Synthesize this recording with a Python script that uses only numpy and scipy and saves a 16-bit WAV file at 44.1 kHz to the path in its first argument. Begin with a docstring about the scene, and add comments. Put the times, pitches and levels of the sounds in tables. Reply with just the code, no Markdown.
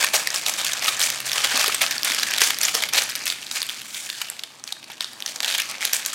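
"""A stiff sheet of baking paper is pulled open, pressed flat and scraped by a spatula on a board in a kitchen.
For 3 s creases buckle in dense sharp snaps, each ringing a small patch; tiny ones rustle, sliding surfaces hiss.
Then the snaps thin out and the rustle and hiss weaken; from about 5.4 s a last run of crunches follows, to 6.14 s.
Throughout, broad panels pop low now and then, hard walls answer and a low appliance rumble lies beneath."""
import sys
import numpy as np
from scipy import signal
from scipy.fft import rfft, irfft
from scipy.io import wavfile
from scipy.ndimage import uniform_filter1d

SR = 44100
rng = np.random.default_rng(int(sys.argv[2]) if len(sys.argv) > 2 else 0)


def dump(signal):
    """Clip the signal to [-1, 1] and save it as 16-bit WAV at the path in sys.argv[1]."""
    limited = np.clip(np.atleast_2d(signal).T, -1, 1)
    pcm = np.round(limited * 32767).astype(np.int16)
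    wavfile.write(sys.argv[1], SR, pcm)


N = 270906

# Loud snaps of single creases: (time [s], patch peak [dB], patch pitch [Hz],
# crack peak re patch [dB], slip decay [ms])
SNAP_EVENTS = [(0.0453, -7, 2450, 0, 1), (0.1505, -6.5, 5700, -16, 26), (0.273, -5, 1830, -9, 1),
               (0.2724, -4.5, 5650, -26, 0.75), (0.304, -7, 5800, -32, 1), (0.36, -7, 5140, -19, 0.92),
               (0.4632, -5, 3490, -21, 3.1), (0.483, -7.5, 2570, -4, 0.88), (0.5384, -6, 6000, -9, 1),
               (0.647, -9.5, 5700, -2, 1.8), (0.72, -11.5, 3450, -17, 1.1), (0.733, -8, 6100, -14, 2.7),
               (0.844, -7.5, 5680, -8, 0.99), (0.8797, -4, 3520, -14, 9.6), (1.0034, -5.5, 4100, -16, 1.5),
               (1.015, -4.5, 3840, -15, 2.3), (1.027, -5.5, 5500, -14, 2.7), (1.0354, -7, 6500, -21, 1.6),
               (1.1023, -3.5, 6300, -7, 0.56), (1.2028, -11.5, 2650, -5, 1.9),
               (1.2962, -8, 3670, -12, 0.78), (1.317, -6, 3540, -10, 0.74), (1.3313, -5, 5210, -10, 1.3),
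               (1.3812, 0, 3070, -32, 0.43), (1.4041, -11.5, 3800, -13, 0.8), (1.446, 3, 2220, -18, 0.71),
               (1.46, -16, 2290, -15, 1.6), (1.5127, -11, 3190, -16, 0.43), (1.5695, -8, 4870, -18, 0.59),
               (1.5753, -1.5, 1100, -10, 1.1), (1.5958, -4.5, 5170, -7, 0.8),
               (1.6138, -7.5, 2870, -13, 1.7), (1.6414, -8.5, 5760, -6, 2.8), (1.661, -7.5, 3200, -14, 2.4),
               (1.68, -3, 4530, -1, 0.48), (1.722, -11.5, 2500, -21, 4.4), (1.745, -5, 8200, -10, 3.7),
               (1.8182, -6.5, 2600, -2.5, 3.7), (1.8642, -9, 2810, -20, 0.57),
               (1.9099, -6, 6000, -5.5, 1.06), (1.981, -8, 4400, -23, 0.96), (2.0322, -1, 4750, -10, 0.32),
               (2.047, -7, 3830, 1.5, 1.2), (2.119, -6.5, 1810, -14, 1.3), (2.1466, -9, 5500, -3, 1.5),
               (2.165, -11, 1900, -9, 0.46), (2.1972, -6.5, 4200, -12, 1.6), (2.2319, -2.5, 2980, -16, 1.9),
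               (2.3097, -10, 6100, -5, 1.3), (2.3381, -3.5, 2420, -20, 0.2), (2.362, -16, 3570, -15, 1.5),
               (2.382, -3.5, 3790, -8, 0.61), (2.3848, -10, 3000, -6, 1.2), (2.4052, -10, 3660, -7, 1.5),
               (2.4076, -6, 5000, -4, 0.87), (2.417, 1.5, 2000, -25, 2.1), (2.4365, -5, 5900, -4, 4.9),
               (2.5057, -4.5, 2300, -6, 0.76), (2.545, -11, 4650, -15, 1), (2.587, -7.5, 5770, -1, 0.57),
               (2.614, -4, 7440, -28, 1.05), (2.6308, -7.5, 5500, -1.5, 7), (2.6507, -5, 6800, -22, 4.4),
               (2.683, -8, 2320, -10, 2.3), (2.7507, -3.5, 5460, -8, 2.2), (2.8223, -13, 3720, -2, 2),
               (2.837, -0.5, 2150, -22, 1.3), (2.8876, -14, 3400, -7, 6), (2.9347, -5, 5860, -5, 2.6),
               (2.9598, -10, 4270, -5, 2.1), (2.9773, -5.5, 3940, -12, 13), (3.0192, -9.5, 6400, -8, 2),
               (3.037, -12, 8500, 3, 0.6), (3.096, -15.5, 4890, -1, 2.2), (3.1533, -9, 5260, -6.5, 1.5),
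               (3.159, -17, 6000, 6, 1), (3.2565, -16, 2630, 7, 0.59), (3.268, -5, 3320, -25, 0.28),
               (3.2782, -10, 4850, -2, 1.8), (3.301, -5.5, 4130, -46, 0.79), (3.3234, -13.5, 3470, -6, 1.4),
               (3.428, -20, 2650, -21, 1.7), (3.467, -14, 4040, -15, 0.26), (3.513, -9, 3800, -34, 1.14),
               (3.567, -15, 2240, -16, 4.6), (3.618, -6, 4300, -29, 0.65), (3.629, -12, 3500, -1, 1.6),
               (3.6665, -19, 8400, 2, 0.6), (3.6902, -14, 3150, -11, 0.29), (3.6953, -10, 3300, -15, 0.78),
               (3.817, -18, 2920, -4, 0.45), (3.945, -16, 3600, -18, 2.5), (4.1, -11.5, 3740, -15, 1.7),
               (4.1508, -21, 3720, -17, 0.44), (4.2158, -9.5, 2560, -13, 3), (4.285, -23, 2860, -16, 2.5),
               (4.3, -11, 8900, -0.5, 0.92), (4.393, -18, 3520, -12, 2.5), (4.436, -14.5, 3750, -28, 1.6),
               (4.597, -29.5, 4300, -19, 1.2), (4.6398, -11.5, 6000, -21, 0.38),
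               (4.6764, -16, 4640, -15, 1.4), (4.7236, -11, 3860, -24, 0.25), (4.726, -8, 3800, -27, 0.3),
               (4.829, -24, 3100, -20, 0.78), (4.8418, -25.5, 4100, -29, 1.9),
               (4.9004, -28, 2860, -10, 5.2), (4.917, -24.5, 3500, -4, 2.3),
               (5.0079, -6.5, 3850, -26, 0.55), (5.0446, -10.5, 3880, -19, 0.51),
               (5.1327, -23, 4570, -4, 0.86), (5.204, -16, 5900, -11, 0.43), (5.2236, -10, 3400, -16, 0.96),
               (5.2615, -9.5, 5870, -16, 2), (5.3597, -12.5, 5300, -14, 1.9), (5.4042, -4, 4600, -26, 0.88),
               (5.4236, -16, 8500, -8, 1), (5.43, -11.5, 3500, -17, 3.2), (5.4458, -5, 3300, -17, 1.1),
               (5.4603, -17, 4200, 0, 0.76), (5.48, -7.5, 3580, -10, 2), (5.5, -14, 3460, -14, 3.5),
               (5.523, -12, 3600, -16, 4.2), (5.5423, -17, 3570, -2, 1.5), (5.549, -8.5, 3300, -23, 4.5),
               (5.581, -9, 7550, 1, 1), (5.585, -8, 3500, -18, 0.8), (5.5998, -8.5, 2800, -5, 2.5),
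               (5.619, -8, 5600, -9, 0.6), (5.713, -11, 6240, -2, 0.4), (5.817, -12, 5930, -8, 0.45),
               (5.8275, -9.5, 2170, -18, 0.53), (5.8519, -1, 6560, -3, 0.74),
               (5.9325, -1.5, 5740, -4, 0.88), (5.9662, -8, 7750, -24, 0.59),
               (6.0508, -10, 7700, -26, 0.23), (6.0612, -5, 5970, -0.5, 1.04)]
# Crunches, each a fold or push of the sheet: (start [s], rustle level [dB], hold [ms],
# fizz re rustle [dB], large-area flexing re rustle [dB], centre pitch [Hz])
CRUNCH_EVENTS = [(0.0, -19, 42, -12.5, -10.5, 3330), (0.134, -17, 11, -7.5, -8, 3700),
                 (0.341, -22.5, 13, -7.5, -15, 4330), (0.46, -23, 29, -5.5, -10, 4200),
                 (0.574, -23.5, 17, -9.5, -12, 3970), (0.645, -21.5, 20, -11, -18, 3800),
                 (0.82, -26.5, 56, -9, -8, 3700), (0.868, -17, 6.8, -12, -16, 3780),
                 (0.992, -21.5, 70, -7, -14.5, 4870), (1.254, -26, 8.8, -4, -15, 3660),
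                 (1.33, -21, 61, -15, -11, 3120), (1.435, -18, 13, -16, -12, 3000),
                 (1.505, -21, 85, -15.5, -6, 3230), (1.589, -19.5, 83, -13.5, -13.5, 3200),
                 (1.808, -16, 6.3, -15, -12, 3430), (1.906, -25.5, 31, -15, -17, 3630),
                 (2.046, -19.5, 44, -15, -17, 4050), (2.14, -23, 49, -21, -18, 3850),
                 (2.284, -26, 230, -27, -10, 3350), (2.397, -23, 60, -2, -20, 3920),
                 (2.46, -26, 32, 7, -10, 4300), (2.606, -24.5, 97, -10.5, -14.5, 3830),
                 (2.741, -17.5, 9.4, -13, -10.5, 3700), (2.818, -23.5, 9.1, -15, -9.5, 3600),
                 (2.926, -16.5, 9.3, -18, -11.5, 3520), (2.969, -15.5, 7.5, -12, -12.5, 3580),
                 (3.09, -27.5, 6.8, -12, -28, 3700), (3.155, -32, 79, -16, -14, 3780),
                 (3.252, -26.5, 36, -7, -20.5, 3930), (3.509, -35, 51, 2, -15, 4260),
                 (3.551, -24.5, 14, -16, -20, 4300), (3.685, -34, 33, -9, -17, 3550),
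                 (3.93, -33, 23, -9.5, -31, 4500), (4.662, -36, 12, -15, -19, 4030),
                 (4.9, -38.5, 18, -32, -11, 3100), (5.004, -28, 11, -16.5, -19, 3700),
                 (5.271, -29.5, 6, -11, -16, 4000), (5.429, -27, 85, -17, -11, 3900),
                 (5.479, -25, 66, -15.5, -17.5, 3700), (5.58, -23.5, 31, -21, -23, 3240),
                 (5.689, -25, 17, -31, -17.5, 3360), (5.805, -25, 67, -17, -18, 3600),
                 (5.926, -26, 35, -4, -13.5, 3930), (6.056, -30, 23, -3, -17, 3930),
                 (6.128, -24.5, 20, -8, -18, 4100)]
# Sheet dragged along between crunches: (time [s], rustle level [dB],
# fizz re rustle [dB], flexing re rustle [dB])
DRAG_CURVE = [(0, -34.5, -16, -8.5), (0.75, -27.5, -19, -12.5), (1.2, -29.5, -18.5, -11),
              (1.5, -28.5, -17, -20), (2.0, -32, -14, -8.5), (2.3, -26.5, -12, -16.5),
              (2.9, -40.5, -37, -14), (3.4, -34.5, -17.5, -14), (3.75, -35, -17, -18),
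              (4.0, -36, -7, -15.5), (4.18, -31.5, -15, -19.5), (4.35, -42, -17, -7.5),
              (4.6, -48, -18, -5.5), (5.2, -43.5, -13, -4), (5.6, -38, -9, 1), (6.14, -35, -32, -14)]
# Spectrum of the sliding hiss: (frequency [Hz], density [dB per Hz])
RUB_SPECTRUM = [(700, -6), (1500, 8.5), (3000, 8), (5500, 2.5), (8000, -18)]
# Spectrum of the top of the sliding hiss: (frequency [Hz], density [dB per Hz])
FIZZ_SPECTRUM = [(6500, -2), (8500, -2.5), (12000, -12), (15500, -15)]
# Broad panels flipping over: (time [s], swing before decay [dB], pitch [Hz])
POP_EVENTS = [(0.042, -11.5, 1090), (0.146, -16, 796), (0.882, -10.5, 1270), (1.542, -27, 253),
              (1.643, -10, 1230), (1.68, -21, 428), (1.696, -11.5, 1260), (2.105, -32, 243),
              (2.418, -23.5, 435), (2.751, -24, 455), (4.724, -31, 790), (4.9, -28, 915),
              (5.007, -28, 1000)]
# Spectrum of the kitchen rumble: (frequency [Hz], density [dB per Hz])
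RUMBLE_SPECTRUM = [(60, -34), (95, -10), (127, -4), (165, -5), (210, 1), (330, -1), (600, -15)]
# Course of the rumble: (time [s], level [dB], deep hum level [dB])
RUMBLE_CURVE = [(0, -51.5, -82), (1.1, -54, -62), (2.0, -50.5, -72.5), (3.0, -53, -69), (4.3, -60, -76),
                (6.14, -54.5, -85)]

CRUNCH_RISE_MS, CRUNCH_FADE_DB_PER_S = 3.6, 195
DRAG_CENTRE_HZ = 3920
CREASE_SAMPLES = 768
CRACK_BAND_HZ, FLAP_BAND_HZ = (7000, 12500), (560, 1300)
TICK_RATIO = 2.09  # first jerk of a crease over the slip noise
SNAP_FLAP_DB = 4  # flap peak over the flexing level at that time
PATCHY_SCALE = 0.35  # how far each half octave of hiss swells by itself
POP_DECAY_CYCLES = 2.53  # to 1/e
ROOM_T60_S, ROOM_DB, ROOM_TOP_HZ = 0.55, -13.5, 12900
LOW_PASS_HZ = 15900
OPPOSITE = np.array([[1], [-1]])  # left, right signs of a side signal


def undb(db):
    """Amplitude gain of a level in dB."""
    return 10 ** (np.asarray(db) / 20)


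def unit(x):
    """Scale to rms 1."""
    return x / np.sqrt(np.mean(x ** 2))


def curves(table):
    """Every column after time, interpolated at each sample."""
    time_s, *columns = np.transpose(table)
    return [np.interp(np.arange(N) / SR, time_s, c) for c in columns]


def coloured(points):
    """Noise of rms 1 with a (Hz, dB) spectrum, falling away outside it."""
    hz, db = np.transpose(points)
    bin_hz = np.maximum(np.arange(N // 2 + 1) * SR / N, 1)
    log_hz = np.log(np.r_[hz[0] / 4, hz, hz[-1] * 2])
    shape_db = np.interp(np.log(bin_hz), log_hz, np.r_[db[0] - 30, db, db[-1] - 30])
    return unit(irfft(rfft(rng.standard_normal(N)) * undb(shape_db), N))


def band(x, lo_hz, hi_hz):
    """Butterworth band-pass along the last axis."""
    sos = signal.butter(2, [lo_hz, min(hi_hz, .45 * SR)], "band", fs=SR, output="sos")
    return signal.sosfilt(sos, x)


def walk(rate_hz):
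    """Random levels at this rate, slewed between; standard deviation near 3.5."""
    hold = int(SR / rate_hz)
    steps = np.repeat(rng.standard_normal(N // hold + 1), hold)
    return 4.3 * uniform_filter1d(steps, hold)[:N]


def buckle(time_s, db, hz, crack_db, flap_db, slip_ms, sharp, spread_db, lag_samples):
    """Each crease slips for a moment: its patch rings, the fold cracks, the sheet around it flaps."""
    chance = rng.standard_normal((len(time_s), CREASE_SAMPLES + 3))
    slip_noise = chance[:, 3:]
    t = np.arange(CREASE_SAMPLES) / (slip_ms[:, None] * SR / 1000)  # in slip decays
    push = slip_noise * np.exp(-t) * np.minimum(t / 0.31 + 0.27, 1)
    push = push + TICK_RATIO * np.sign(slip_noise[:, :1]) * (np.arange(CREASE_SAMPLES) == 1)

    # resonance of the patch
    bin_hz = np.maximum(np.arange(CREASE_SAMPLES // 2 + 1), 1) * SR / CREASE_SAMPLES
    tune = bin_hz / hz[:, None]
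    quality = np.minimum(sharp * np.exp(0.7 * chance[:, 1:2]), 7)
    ring = irfft(rfft(push) / (1 + 1j * quality * (tune - 1 / tune)), CREASE_SAMPLES)
    patch = band(ring + undb(-9) * push, 1190, 8130)  # neighbouring patches fill in around the ring
    crack = band(push, *CRACK_BAND_HZ)
    flap = band(push, *FLAP_BAND_HZ)

    sound = 0
    for part, part_db in ((patch, 0 * db), (crack, crack_db), (flap, flap_db)):
        peak = np.abs(part).max(axis=1, keepdims=True)
        sound = sound + part / peak * undb(db + part_db)[:, None]

    # random level balance and, independently, a random tiny lag between the ports
    pan = undb(spread_db * chance[:, 2:3] / 2)
    shift = lag_samples * chance[:, :1] * np.gradient(sound, axis=1)
    ports = (sound * pan + shift, sound / pan - shift)
    place = (time_s * SR).astype(int)[:, None] + np.arange(CREASE_SAMPLES)
    return np.array([np.bincount(place.ravel(), p.ravel(), N + CREASE_SAMPLES)[:N] for p in ports])


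def snaps(flexing_db):
    """Large creases buckle; each flaps as strongly as the sheet is flexing then."""
    time_s, db, hz, crack_db, slip_ms = np.transpose(SNAP_EVENTS)
    just_after = ((time_s + 0.004) * SR).astype(int)
    flap_db = flexing_db[just_after] + SNAP_FLAP_DB - db
    return buckle(time_s, db, hz, crack_db, flap_db, slip_ms, sharp=8.2, spread_db=1.5, lag_samples=0.042)


def rustle(db, fizz_db, flex_db, centre_hz, count=3000):
    """Small creases buckle in quick flurries: many faint, few strong, each with its own colour and length."""
    when, size, pitch, length, edge = rng.random((count, 5)).T
    at = (when * N).astype(int)
    flurry_db = 1.1 * walk(140)
    above_db = np.minimum(flurry_db[at] - 5.6 * np.log(1 - size), 14)
    grain_db = db[at] + above_db - 1.5
    hz = centre_hz[at] * np.exp(1.6 * (pitch - .5))
    crack_db = fizz_db[at] + 10 * (edge - .5) - 2.0
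    slip_ms = 0.2 + 0.5 * length ** 2
    return buckle(when * N / SR, grain_db, hz, crack_db, flex_db[at] - 5.5, slip_ms,
                  sharp=2.2, spread_db=0.3, lag_samples=0.06)


def slide(db, fizz_db, flex_db):
    """Paper, fingers and spatula rub: a hiss flickers in level; its half octaves swell slightly, independently."""
    flicker_db = 0.8 * walk(220)
    mid, side = (unit(band(rng.standard_normal(N), *FLAP_BAND_HZ)) for _ in range(2))
    flex = mid + undb(-20.5) * side * OPPOSITE

    rub = coloured(RUB_SPECTRUM)
    low_db = 0.17 * (flex_db + 14.5)  # the lower hiss grows with the flexing
    edges_hz = 500 * 2 ** np.arange(0, 5.1, .5)
    patchy = 0
    for lo_hz, hi_hz in zip(edges_hz, edges_hz[1:]):
        swell_db = PATCHY_SCALE * walk(14) + (hi_hz < 2100) * low_db
        patchy = patchy + undb(swell_db) * band(rub, lo_hz, hi_hz)

    fizz = undb(fizz_db + 4.0) * coloured(FIZZ_SPECTRUM)
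    hiss = undb(-7.5) * unit(patchy) + fizz + undb(flex_db - 7.0) * flex
    return undb(db + flicker_db) * hiss


def handling():
    """Rustle level and colour: a crunch rises fast, holds and dies away; stronger motions weigh more in the colour."""
    step = 32  # samples per control point
    start_s, db, held_ms, *colour = np.transpose(CRUNCH_EVENTS)
    t = np.arange(N // step + 2) * step / SR - start_s[:, None]
    fade_db = -CRUNCH_FADE_DB_PER_S * np.maximum(t - held_ms[:, None] / 1000, 0)
    rise = np.clip(1000 * t / CRUNCH_RISE_MS, 0, 1)
    power = undb(2 * (db[:, None] + fade_db)) * rise

    drag_db, *drag_colour = (np.r_[c[::step], c[-1], c[-1]][:t.shape[1]] for c in curves(DRAG_CURVE))
    drag = undb(2 * drag_db)
    total = power.sum(axis=0) + drag
    mixed = [(c @ power + rest * drag) / total for c, rest in zip(colour, drag_colour + [DRAG_CENTRE_HZ])]
    controls = [10 * np.log10(total)] + mixed
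    return [np.interp(np.arange(N) / step, np.arange(len(total)), c) for c in controls]


def pops():
    """Each broad panel flips over, swings a few cycles at its own pitch and is still."""
    time_s, db, hz = np.transpose(POP_EVENTS)[:, :, None]
    span = np.arange(2 * CREASE_SAMPLES)
    cycles = span / SR * hz
    envelope = np.exp(-cycles / POP_DECAY_CYCLES) * np.minimum(cycles / 0.32, 1)
    swing = undb(db) * np.sin(2 * np.pi * cycles) * envelope
    place = (time_s * SR).astype(int) + span
    return np.bincount(place.ravel(), swing.ravel(), N)[:N]


def room(x):
    """Diffuse echoes from hard walls, with a left-right difference added in a low band."""
    t = np.arange(SR // 2) / SR
    decay = np.exp(-np.log(1000) * t / ROOM_T60_S) * np.minimum(t / 0.0051, 1)
    tails = band(rng.standard_normal((2, len(t))) * decay, 67, ROOM_TOP_HZ)
    mid, side = (signal.fftconvolve(x, h / np.sqrt(np.sum(h ** 2)))[:N] for h in tails)
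    return undb(ROOM_DB) * (mid + undb(-4.5) * band(side, 170, 710) * OPPOSITE)


def hum(lo_hz, hi_hz):
    """Narrow noise band of rms 1."""
    return unit(band(rng.standard_normal(N), lo_hz, hi_hz))


def rumble():
    """Low appliance noise with a deeper hum that swells and fades, mostly alike at both ports."""
    db, deep_db = curves(RUMBLE_CURVE)
    mid, side = (undb(db) * coloured(RUMBLE_SPECTRUM) + undb(deep_db) * (hum(49, 84) + 2.4 * hum(120, 139))
                 for _ in range(2))
    return mid + undb(-10.5) * side * OPPOSITE


def scene():
    """Paper close to the microphone, its echoes and the rumble."""
    db, fizz_db, flex_db, centre_hz = handling()
    paper = pops() + snaps(db + flex_db)
    paper = paper + rustle(db, fizz_db, flex_db, centre_hz)
    paper = paper + slide(db, fizz_db, flex_db)
    return paper + room(paper.mean(axis=0)) + rumble()


def record(dry):
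    """The loudest peaks are rounded and the deep bass dropped; a steep low-pass leaves hardly anything above 15.9 kHz."""
    rounded = np.tanh(.8 * dry) / .8
    lean = signal.sosfilt(signal.butter(2, 62, "high", fs=SR, output="sos"), rounded)
    return signal.sosfilt(signal.ellip(10, .2, 80, LOW_PASS_HZ, fs=SR, output="sos"), lean)


dry = scene()
out = record(dry)
dump(out)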